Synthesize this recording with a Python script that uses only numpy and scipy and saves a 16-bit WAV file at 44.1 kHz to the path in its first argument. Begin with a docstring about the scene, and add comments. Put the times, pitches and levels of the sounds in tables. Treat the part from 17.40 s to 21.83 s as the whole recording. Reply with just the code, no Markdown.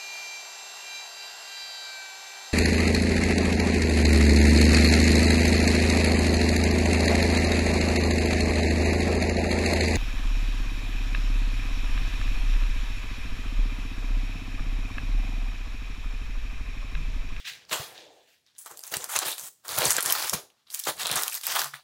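"""In a small bare room, gloved hands fold a crumpled aluminium foil packet.
Thousands of creases buckle: random clicks ring facets, wide ones popping low, fine wrinkles ticking high.
The sharpest snaps stand out alone as noise bursts; pressing fingers thud as lumpy low noise, and early on
a glove or sleeve rubs with a low soft rustle, made from the same broad folds and low noise.
A low sine hum swells twice at the end, the walls answer briefly in decaying noise, and quiet air hisses."""
import sys
import numpy as np
from scipy import signal
from scipy.fft import rfft, irfft
from scipy.io import wavfile
from scipy.ndimage import uniform_filter1d

SR = 44100
rng = np.random.default_rng(int(sys.argv[2]) if len(sys.argv) > 2 else 0)


def file_out(sig):
    """Save sig as 16-bit WAV at sys.argv[1]."""
    # one column per channel
    cols = np.atleast_2d(sig).T
    # limit, then scale
    lim = np.clip(cols, -1, 1)
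    pcm = np.round(lim * 32767).astype(np.int16)
    wavfile.write(sys.argv[1], SR, pcm)


N = 195447
GESTURE_STEP = 64   # samples between two values of a gesture curve


def from_db(db):
    """Gain of a level in dB."""
    return 10 ** (np.asarray(db) / 20)


def rms_one(x):
    """Scaled to rms 1."""
    return x / np.sqrt(np.mean(x ** 2) + 1e-20)


def in_time(rows):
    """Columns of a curve table, joined by straight lines, one value a sample."""
    s, *columns = np.transpose(rows)
    t = np.arange(N) / SR
    return [np.interp(t, s, column) for column in columns]


def at_hz(points, hz):
    """A spectrum read on a log-frequency axis."""
    points_hz, values = np.transpose(points)
    return np.interp(np.log(hz), np.log(points_hz), values)


def drift(rate_hz):
    """Slow random wander with spread 1: noise through two equal low-pass poles, drawn every 40 samples."""
    step, settle = 40, 2000
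    r = np.exp(-2 * np.pi * rate_hz * step / SR)
    noise = rng.standard_normal(N // step + 2 + settle)
    slow = signal.lfilter([1], [1, -2 * r, r * r], noise)[settle:]
    return np.interp(np.arange(N) / step, np.arange(len(slow)), rms_one(slow))


def band(x, low_hz, high_hz):
    """Butterworth band-pass."""
    edges_hz = [low_hz, min(high_hz, .45 * SR)]
    return signal.sosfilt(signal.butter(2, edges_hz, "band", fs=SR, output="sos"), x)


def air():
    """The quiet room and the microphone's own hiss: steady noise shaped by a spectrum."""
    # colour of the hiss: pitch_hz [Hz], level_db [dB per Hz, relative]
    air_colour = [(30, -5), (100, 6), (250, 2), (630, -6), (1200, -8.5), (2500, -5.5), (4500, -2),
                  (9000, -10.5), (13000, -16), (16000, -23)]
    level_db = -75.5   # rms
    hz = np.maximum(np.fft.rfftfreq(N, 1 / SR), 10)
    shaped = rfft(rng.standard_normal(N)) * from_db(at_hz(air_colour, hz))
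    return from_db(level_db) * rms_one(irfft(shaped, N))


def swells(rows, rise_db_per_s):
    """Power of each gesture over time: a steady rise in dB, a hold, then its own fade in dB."""
    full_s, hold_s, fade_s = np.transpose(rows)[:3, :, None]
    t = np.arange(0, N + GESTURE_STEP, GESTURE_STEP) / SR
    rising_db = rise_db_per_s * (full_s - t)
    fading_db = 20 * (t - full_s - np.abs(hold_s)) / np.maximum(fade_s, .005)
    below_db = np.maximum(rising_db, fading_db)
    return from_db(-2 * np.clip(below_db, 0, 150))   # twice the dB turns gain into power


def per_sample(slow):
    """From gesture steps to every sample."""
    return np.interp(np.arange(N) / GESTURE_STEP, np.arange(len(slow)), slow)


def handling():
    """Overlapping gestures add in power; the louder a crumple, the more it pulls the busiest pitch."""
    # fingers crumple the foil: full_s [s at full strength], hold_s [s],
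    # fade_s [s to fall 20 dB, 0.005 at least], middle_db [dB, middle creases],
    # fine_db, wide_db [dB against the middle creases], busy_hz [Hz, loudest facets]
    crumple_moves = [(0.0, 0.00087, 0.07, -46, -14, -22, 3000), (0.053, 0.0087, 0.17, -40, -20, -28, 2500),
                     (0.073, 0.0083, 0.0839, -35.5, -11.5, -19.5, 2370),
                     (0.115, 0.02, 0.34, -65, -9, -2, 3200), (0.295, .01, .03, -51, -3, -5, 4900),
                     (0.317, .01, .03, -36, -1.5, -4.5, 3180), (.33, 0.0011, 0.0541, -28.5, 0, -1.5, 2940),
                     (0.347, 0.05, 0.1549, -39.5, -2, -3.5, 3580),
                     (0.549, 0.056, 0.17, -50.5, -32, -30, 3400),
                     (0.727, 0.14, -0.1, -66.5, -8.5, -29, 3530),
                     (0.875, 0.068, 0.1, -64.5, -6.5, -28, 2400), (1.066, 0.024, 0.1, -66, -12, -14, 3940),
                     (1.162, .001, .03, -62, -12, -17, 3900), (1.186, .001, 0.2, -62, 16.5, -4, 8900),
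                     (1.267, 0.011, 0.06, -51.5, 4.5, 4, 6600), (1.31, .025, .03, -61, 9.5, 9, 7660),
                     (1.355, 0.071, 0.96, -66, 9, -1.5, 7000), (1.437, 0.072, 0.12, -55, 8, -3.5, 7050),
                     (1.521, .01, -0.07, -44, 7, -2, 3500), (1.54, 0.00088, 0.05, -32.5, 4, -4, 3200),
                     (1.605, 0.057, 0.07, -50.5, 5, 1.5, 6840), (1.693, 0.034, 0.1, -46, 8.5, 3, 7200),
                     (1.74, .02, 0.05, -35.5, 2, 0.5, 6800), (1.761, .005, 0.0548, -27.5, -19, -3, 6900),
                     (1.819, 0.013, 0.0342, -36, -4, -0.5, 4640),
                     (1.856, 0.033, 0.07, -31, 1.3, -6.5, 4070), (1.982, 0.032, 0.03, -49, 8.5, -4.5, 7160),
                     (2.029, 0.059, 0.01, -52.5, 12, -2, 7200), (2.253, 0.0094, 0.11, -51.5, 7.5, 4, 4300),
                     (2.292, 0.1, 0.0262, -39.5, 4, -1.5, 4670), (2.381, 0.056, 0.0435, -31.5, 0, -1, 4140),
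                     (2.443, 0.041, 0.0641, -28.5, 1.5, -5, 6700),
                     (2.507, 0.017, 0.0046, -32.5, 6, -3.5, 7200),
                     (2.542, 0.037, 0.0142, -38, -1, -5.5, 5800), (2.585, .001, 0.04, -28, -4, -4, 4300),
                     (2.61, .03, 0.2, -43, -3, 1.5, 5900), (2.65, 0.079, 0.08, -34, 1, -2.5, 5360),
                     (2.752, 0.052, 0.08, -35, 0.5, -2, 4900), (2.824, 0.059, 0.05, -36, 2.5, -4, 5470),
                     (2.936, 0.0016, 0.02, -30.5, 5, -3.5, 5500),
                     (2.951, 0.0013, 0.0759, -39, -4, -2.5, 4900), (3.1, 0.13, .05, -76, -10, -1, 3900),
                     (3.272, .025, 0.5, -64, -7.5, -6, 3800), (3.313, 0.041, -0.53, -56, 13.5, -7, 5600),
                     (3.339, 0.025, 0.14, -47.5, 7, -8.5, 6500), (3.385, .015, 0.05, -49, 1, -20, 6100),
                     (3.456, 0.0012, -0.25, -38.5, 8.5, -16, 5500),
                     (3.47, 0.029, 0.0347, -34.5, 3, 0.5, 3940), (3.57, .015, 0.45, -48, 1, -5, 4300),
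                     (3.598, .01, 0.2, -35.5, -2, -6, 3750), (3.653, 0.043, 0.14, -36.5, -4, -1.5, 3660),
                     (3.693, 0.018, 0.15, -33.5, -2, -4, 4200), (3.764, 0.013, .1, -29.5, 2, 0, 5900),
                     (3.862, 0.014, 0.18, -46.5, 3, 0, 4150), (3.912, 0.027, 0.03, -41, 4, -15, 5300),
                     (3.946, 0.033, 0.01, -40, 5, -9.5, 4840),
                     (4.037, 0.025, -0.18, -43.5, 5.5, -9.5, 5300),
                     (4.072, 0.053, 0.0955, -31, -0.4, -7.5, 5400), (4.154, 0.011, 0.06, -32, 0, 3.5, 3720),
                     (4.192, 0.0057, 0.0751, -30, 3, -1.5, 4260), (4.236, .01, 0.06, -41.5, -7, 3, 5100),
                     (4.341, .006, 0.03, -40.5, -5, -5, 2460), (4.37, 0.037, .04, -61.5, -11, 1, 4160)]
    # a hand presses the packet; from 0.45 to 0.95 s a glove or sleeve rubs, a low soft rustle:
    # full_s [s at full strength], hold_s [s], fade_s [s to fall 20 dB, 0.005 at least],
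    # broad_db [dB, broad folds], thud_db [dB, lumpy low noise]
    press_and_rub_moves = [(.0, 0.092, 0.6, -78, -76), (0.1, 0.013, 0.7, -66, -70),
                           (0.16, 0.14, 0.4, -87.5, -75), (0.321, 0.028, 0.07, -39.5, -47.5),
                           (0.397, .02, 0.07, -46.5, -51.5), (0.468, 0.12, -0.36, -55.5, -74),
                           (0.586, 0.091, 0.17, -54.5, -72), (0.713, 0.082, .17, -61.5, -87),
                           (1.31, 0.022, 0.18, -56.5, -78), (1.523, 0.012, 0.1554, -41, -56),
                           (1.763, 0.018, 0.03, -52, -60), (1.825, .001, 0.0454, -40, -68),
                           (1.858, 0.024, .065, -40.5, -62.5), (2.016, 0.026, 0.1, -60.5, -69),
                           (2.257, 0.018, 0.24, -58.5, -74), (2.293, 0.095, 0.22, -49, -63),
                           (2.38, .02, 0.13, -40, -45.5), (2.422, 0.044, 0.05, -31, -44),
                           (2.549, .04, 0.03, -43.5, -55), (2.65, 0.055, 0.09, -44.5, -62.5),
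                           (2.76, .1, 0.02, -47.5, -70), (2.927, 0.017, 0.1051, -41, -43.5),
                           (3.476, 0.033, .045, -39.5, -50.5), (3.558, 0.026, 0.24, -57, -61),
                           (3.613, 0.038, 0.04, -51.5, -72), (3.658, 0.026, 0.2, -50, -56),
                           (3.715, 0.0073, 0.09, -43, -41), (3.77, 0.014, 0.11, -42, -65),
                           (4.08, 0.16, 0.05, -51, -75)]
    crumple = swells(crumple_moves, rise_db_per_s=1399.5)
    press_or_rub = swells(press_and_rub_moves, rise_db_per_s=1602)
    middle_db, fine_db, wide_db, hz = np.transpose(crumple_moves)[3:]
    broad_db, thud_db = np.transpose(press_and_rub_moves)[3:]

    middle = from_db(2 * middle_db) @ crumple
    fine = from_db(2 * (middle_db + fine_db)) @ crumple
    wide = from_db(2 * (middle_db + wide_db)) @ crumple
    # every crumple stirs the broad folds a little, every fold thuds a little
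    broad = from_db(2 * broad_db) @ press_or_rub + from_db(2 * -24.5) * wide
    thud_swell = press_or_rub ** (1 / .7)   # the low noise fades in 0.7 of the time
    thud = from_db(2 * thud_db) @ thud_swell + from_db(2 * -24) * broad

    busy_hz = np.exp((np.log(hz) * from_db(2 * middle_db)) @ crumple / middle)
    gains = [per_sample(np.sqrt(power)) for power in (middle, broad, wide, fine, thud)]
    return gains + [per_sample(busy_hz)]


def ring(clicks, hz, t60):
    """A resonator: a unit click sets a sine of height 1 ringing, down 60 dB after t60 seconds."""
    r = from_db(-60 / (t60 * SR))
    w = 2 * np.pi * hz / SR
    return signal.lfilter([0, np.sin(w)], [1, -2 * r * np.cos(w), r * r], clicks + 1e-18)


def creases(spectrum, per_s, uneven_db, cycles, clump_db, patchy_db, clumps, grit, busy_hz, count=20):
    """Bucklings of uneven size come at random in clumps; each rings one facet, 60 dB down after some cycles."""
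    size_db = grit * uneven_db * np.minimum(rng.exponential(1, N), 4.5)
    sizes = from_db(size_db) * rng.choice([-1, 1], N)
    # low grit, a sliding glove: many more contacts, evenly sized and spread
    rate = per_s * from_db(grit * clump_db * clumps + 16 * (1 - grit))
    born = rng.random(N) < rate / SR
    lowest_hz, highest_hz = spectrum[0][0], spectrum[-1][0]
    pitches = np.geomspace(lowest_hz, highest_hz, count)
    dealt = rng.integers(0, count, N)
    out = 0
    for k, hz in enumerate(pitches):
        # facets form and vanish as the sheet moves
        facet = from_db(at_hz(spectrum, hz) + patchy_db * drift(7.1))
        # the facets under the fingers ring loudest
        facet *= from_db(4.9 * np.exp(-(np.log(hz / busy_hz) / 0.22) ** 2))
        ringing = rms_one(ring(sizes * born * (dealt == k), hz, cycles / hz))
        out = out + facet * np.sqrt(hz) * ringing   # bandwidth grows with pitch
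    # a small facet radiates little below its own pitch
    out = signal.sosfilt(signal.butter(4, lowest_hz, "high", fs=SR, output="sos"), out)
    # levelled over a sixth of a second: the hand sets the loudness
    return out / np.sqrt(uniform_filter1d(out ** 2, size=SR // 6) + 1e-12)


def thuds(gain):
    """Lumpy low noise: fingers flex the whole sheet, and a glove or sleeve rubs softly."""
    low_noise = band(band(rng.standard_normal(N), 75, 186), 60, 440)
    return gain * from_db(5.5 * drift(23)) * rms_one(low_noise)


def foil_and_hands():
    """Four sizes of crease and the low noise follow the hands; neighbours of every size buckle in clumps."""
    # facet spectra, from broad folds to fine wrinkles: pitch_hz [Hz], level_db [dB, relative]
    broad_folds = [(260, -12.5), (380, 2), (550, 3), (800, 2), (1100, -14.5)]
    wide_facets = [(650, -5.5), (900, -3), (1300, 0), (1700, -8.5), (2400, -16.5)]
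    middle_creases = [(1600, 9), (2100, 0.5), (2800, 4), (3600, 6), (5000, 0), (7000, -3)]
    fine_wrinkles = [(4500, -14.5), (6500, 1.5), (8000, 2.5), (11000, 3), (14000, -1.5), (16000, 3)]
    # kind of contact: time_s [s], grit [0 glove slides - 1 foil buckles]
    contact = [(0, 0.2), (.3, 0.33), (.45, 0.24), (1.0, 0.25), (1.15, 0.84), (1.9, 0.67), (2.1, 0.51),
               (2.3, 0.68), (2.9, 0.72), (3.0, 0.35), (3.3, 0.77), (3.5, 0.42), (3.6, 0.78), (4.25, 0.68),
               (4.43, 0.81)]
    middle, broad, wide, fine, thud, busy_hz = handling()
    # one crease giving way sets off its neighbours
    shared = dict(clumps=drift(30), grit=in_time(contact)[0], busy_hz=busy_hz)
    foil = broad * creases(broad_folds, per_s=900, uneven_db=2.5, cycles=21.0,
                           clump_db=2.5, patchy_db=0.5, count=12, **shared)
    foil += wide * creases(wide_facets, per_s=1200, uneven_db=-0.5, cycles=10.5,
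                           clump_db=5.0, patchy_db=1.0, count=14, **shared)
    foil += middle * creases(middle_creases, per_s=2500, uneven_db=4.5, cycles=16.0,
                             clump_db=4.0, patchy_db=3.0, **shared)
    foil += fine * creases(fine_wrinkles, per_s=3000, uneven_db=4.0, cycles=22.0,
                           clump_db=4.5, patchy_db=3.5, **shared)
    return foil + thuds(thud)


def room(x):
    """Dense echoes: octave bands of noise, each dying with its own t60, after a first gap."""
    # reverberation time: pitch_hz [Hz], t60_s [s to fall 60 dB]
    room_decay = [(100, 0.057), (500, 0.12), (2000, 0.15), (6000, 0.28), (15000, 0.22)]
    t = np.arange(SR // 2) / SR
    tail = 0
    for low_hz in 60 * 2. ** np.arange(9):
        t60 = at_hz(room_decay, 1.4 * low_hz)
        tail = tail + band(rng.standard_normal(len(t)), low_hz, 2 * low_hz) * from_db(-60 * t / t60)
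    tail = tail * np.clip((t - .003) / 0.0038, 0, 1)   # silent for 3 ms, then fades in
    return signal.fftconvolve(x, tail / np.sqrt(np.sum(tail ** 2)))[:N]


def snaps():
    """Each snap is a short burst around the pitch of its facet, a treble crack and a low pop."""
    # single snaps: start_s [s], peak_db [dB, facet and crack before the low cut], pitch_hz [Hz, facet],
    # crack_db [dB against the facet], pop_db [dB, pop before the low cut]
    snap_list = [(0.1504, -47, 2440, -17, -64), (0.1743, -45, 4150, -19.0, -67.0),
                 (0.251, -41.5, 5000.0, -21, -53), (0.295, -33.5, 4830, -16, -42),
                 (0.3128, -25, 3180, -14, -29), (0.578, -32.5, 4000.0, -22, -54),
                 (1.0646, -48, 5130, -18, -67), (1.1505, -52, 5200.0, -17, -64),
                 (1.1829, -33, 8650, -10, -58), (1.1885, -28.5, 9100, -10, -65.0),
                 (1.2605, -27.5, 1180, 7, -36.5), (1.3129, -31, 8500, 5, -39), (1.3728, -27, 7540, 1, -57),
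                 (1.3775, -32, 13300.0, -5, -73.0), (1.3921, -23, 6200.0, 15, -47),
                 (1.4057, -36, 7900, -7, -57), (1.414, -34, 8300.0, -6, -62.0),
                 (1.437, -20.5, 6400, 9.5, -48), (1.4675, -30, 10900.0, -8, -53),
                 (1.4765, -24, 8800, 2, -54), (1.5176, -25, 12800.0, -2, -42.0),
                 (1.5394, -13.5, 1880, 6.5, -21.5), (1.5682, -12.5, 8550, 1.5, -48),
                 (1.6084, -32, 3170, -9, -44), (1.642, -17.5, 10100, -1.5, -29),
                 (1.752, -28, 6850, -8, -31), (1.756, -19.5, 1260, 11, -24), (1.763, -5, 7150, -2, -21),
                 (1.7674, -14, 6800, 17, -22), (1.7894, -6, 7200, 8, -29), (1.8823, -14, 10900, -3, -80.0),
                 (1.916, -19, 9900, -15, -80.0), (1.981, -24, 3450, 2, -38.5),
                 (1.9953, -25, 7600, -11, -41), (2.2815, -18.5, 13100, 6.5, -35),
                 (2.291, -19.5, 4150, -14, -50.5), (2.386, -5.5, 12200, -6, -32),
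                 (2.4192, -18, 2100.0, -5, -14.5), (2.4413, -18, 4050, -10.0, -16),
                 (2.4539, -7, 7750, -11, -22), (2.458, -11.5, 4080, -6, -31),
                 (2.506, -3.5, 9500, -1, -80.0), (2.5146, -8, 14000.0, -8, -31),
                 (2.531, -12.5, 7900, -14, -30), (2.5407, -23.5, 8100.0, -8, -26.5),
                 (2.566, -10.5, 7200, -4, -30), (2.5827, -14, 1380, 0.5, -21),
                 (2.6066, -9.5, 9250, -19, -46), (2.6258, -11, 9800, -2.0, -33),
                 (2.6293, -12.5, 11900.0, -6, -30), (2.6336, -21, 9600.0, -6.5, -29),
                 (2.642, -24, 8400.0, -15, -79), (2.6534, -16, 10000.0, 0, -80.0),
                 (2.66, -8.5, 9100, -1, -28), (2.6996, -13, 3630, -0.5, -38), (2.706, -8, 10600, -18, -47),
                 (2.7238, -0.5, 13600, -6, -75), (2.7503, -20, 1360, -6, -33),
                 (2.8959, -10, 6300, -2, -80.0), (2.933, -25, 5500, -14, -17.5),
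                 (2.9366, -19, 5650, -6.5, -28.5), (3.1014, -48.5, 3010, -3, -67.5),
                 (3.272, -44, 3770, -24.0, -62.5), (3.3023, -27, 3900, 2, -64.5),
                 (3.3194, -31, 10300, -3.0, -51), (3.3418, -18.5, 10900, 1, -64),
                 (3.346, -13, 9450, 2.5, -59), (3.3732, -29, 9900.0, -4, -56),
                 (3.3923, -19, 10200.0, 0, -56), (3.3961, -15.5, 13100, 2, -69.0),
                 (3.3989, -18, 6450, 15, -63.0), (3.402, -26, 6160, 5, -69.0),
                 (3.4378, -20.5, 7000, 7, -64.5), (3.4413, -25, 4200, -3, -67),
                 (3.4713, -25, 1350, 1, -17.5), (3.568, -34, 8400.0, -7.0, -53.0),
                 (3.632, -20, 3940, 0, -40), (3.6575, -13.5, 3300, -12, -25), (3.669, -10, 6900, 3, -40),
                 (3.698, -21, 2660, -10.5, -23), (3.7143, -11, 10100, 2, -37),
                 (3.7262, -19, 7650, -14, -80.0), (3.7573, -11.5, 9800, 0, -30),
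                 (3.8223, -12.5, 10000, -9, -30), (3.834, -10.5, 10300.0, 2, -36),
                 (3.88, -10, 3000, 6, -40), (3.8975, -22.5, 7900, -2, -48),
                 (3.943, -14.5, 10400, 11, -53.5), (3.9509, -15, 13300, -7, -50),
                 (4.0123, -23, 9200, 14, -46), (4.0343, -23, 3760, 2, -52), (4.0549, -24, 3950, 0, -49),
                 (4.0675, -9, 13100, -5, -41), (4.1935, -11, 4470, 1, -25), (4.2171, -14, 1460, 3.5, -40.5),
                 (4.2435, -15.5, 1370, 12, -43), (4.3366, -27.5, 1310, -10.5, -56),
                 (4.3405, -25.5, 1950, -13.5, -46)]
    length = 2048
    t = np.arange(length) / SR
    # 0.3 ms attack, a fast fall and a faint slower one
    fall = (from_db(-60 * t / .005) + .12 * from_db(-60 * t / .04)) * np.minimum(t / .0003, 1)
    pop_fall = from_db(-60 * t / 0.0045)
    out = np.zeros(N + length)
    noises = rng.standard_normal((len(snap_list), 3, length))
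    for (start_s, peak_db, hz, crack_db, pop_db), hiss in zip(snap_list, noises):
        facet = band(hiss[0] * fall, 0.82 * hz, 1.217 * hz)
        crack = band(hiss[1] * fall, 3840, 14400)
        tick = facet / np.abs(facet).max() + from_db(crack_db) * crack / np.abs(crack).max()
        pop = band(hiss[2] * pop_fall, 330, 1490)
        at = round(start_s * SR)
        out[at:at + length] += from_db(peak_db) * tick / np.abs(tick).max()
        out[at:at + length] += from_db(pop_db) * pop / np.abs(pop).max()
    return signal.sosfilt(signal.butter(2, 300, "high", fs=SR, output="sos"), out[:N])


def hum():
    """A soft low sine that swells twice, its pitch wavering slightly."""
    # path of the hum: time_s [s], pitch_hz [Hz], level_db [dB rms]
    hum_path = [(4.17, 139, -67), (4.172, 138, -82), (4.194, 147, -68), (4.272, 140, -54), (4.32, 145, -68),
                (4.346, 139, -54), (4.43, 138, -88)]
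    hz, level_db = in_time(hum_path)
    t = np.arange(N) / SR
    fade_in = np.clip((t - hum_path[0][0]) / .03, 0, 1)
    tone = np.sin(2 * np.pi * np.cumsum(hz) / SR)
    return np.sqrt(2) * from_db(level_db) * fade_in * tone


def scene():
    """Foil, hands and snaps with the room's answer, over the hum and the air."""
    foil = foil_and_hands()
    sharp = snaps()
    wet = room(from_db(-10) * foil + from_db(-11) * sharp)   # sends to the room, dB
    return (foil + sharp + wet + hum() + air())[None]


def record(dry):
    """The bass is rolled off below 50 Hz and the top is cut steeply above 15.8 kHz."""
    dry = signal.sosfilt(signal.butter(2, 50, "high", fs=SR, output="sos"), dry)
    return signal.sosfilt(signal.ellip(10, .5, 70, 15800, fs=SR, output="sos"), dry)


dry = scene()
out = record(dry)
file_out(out)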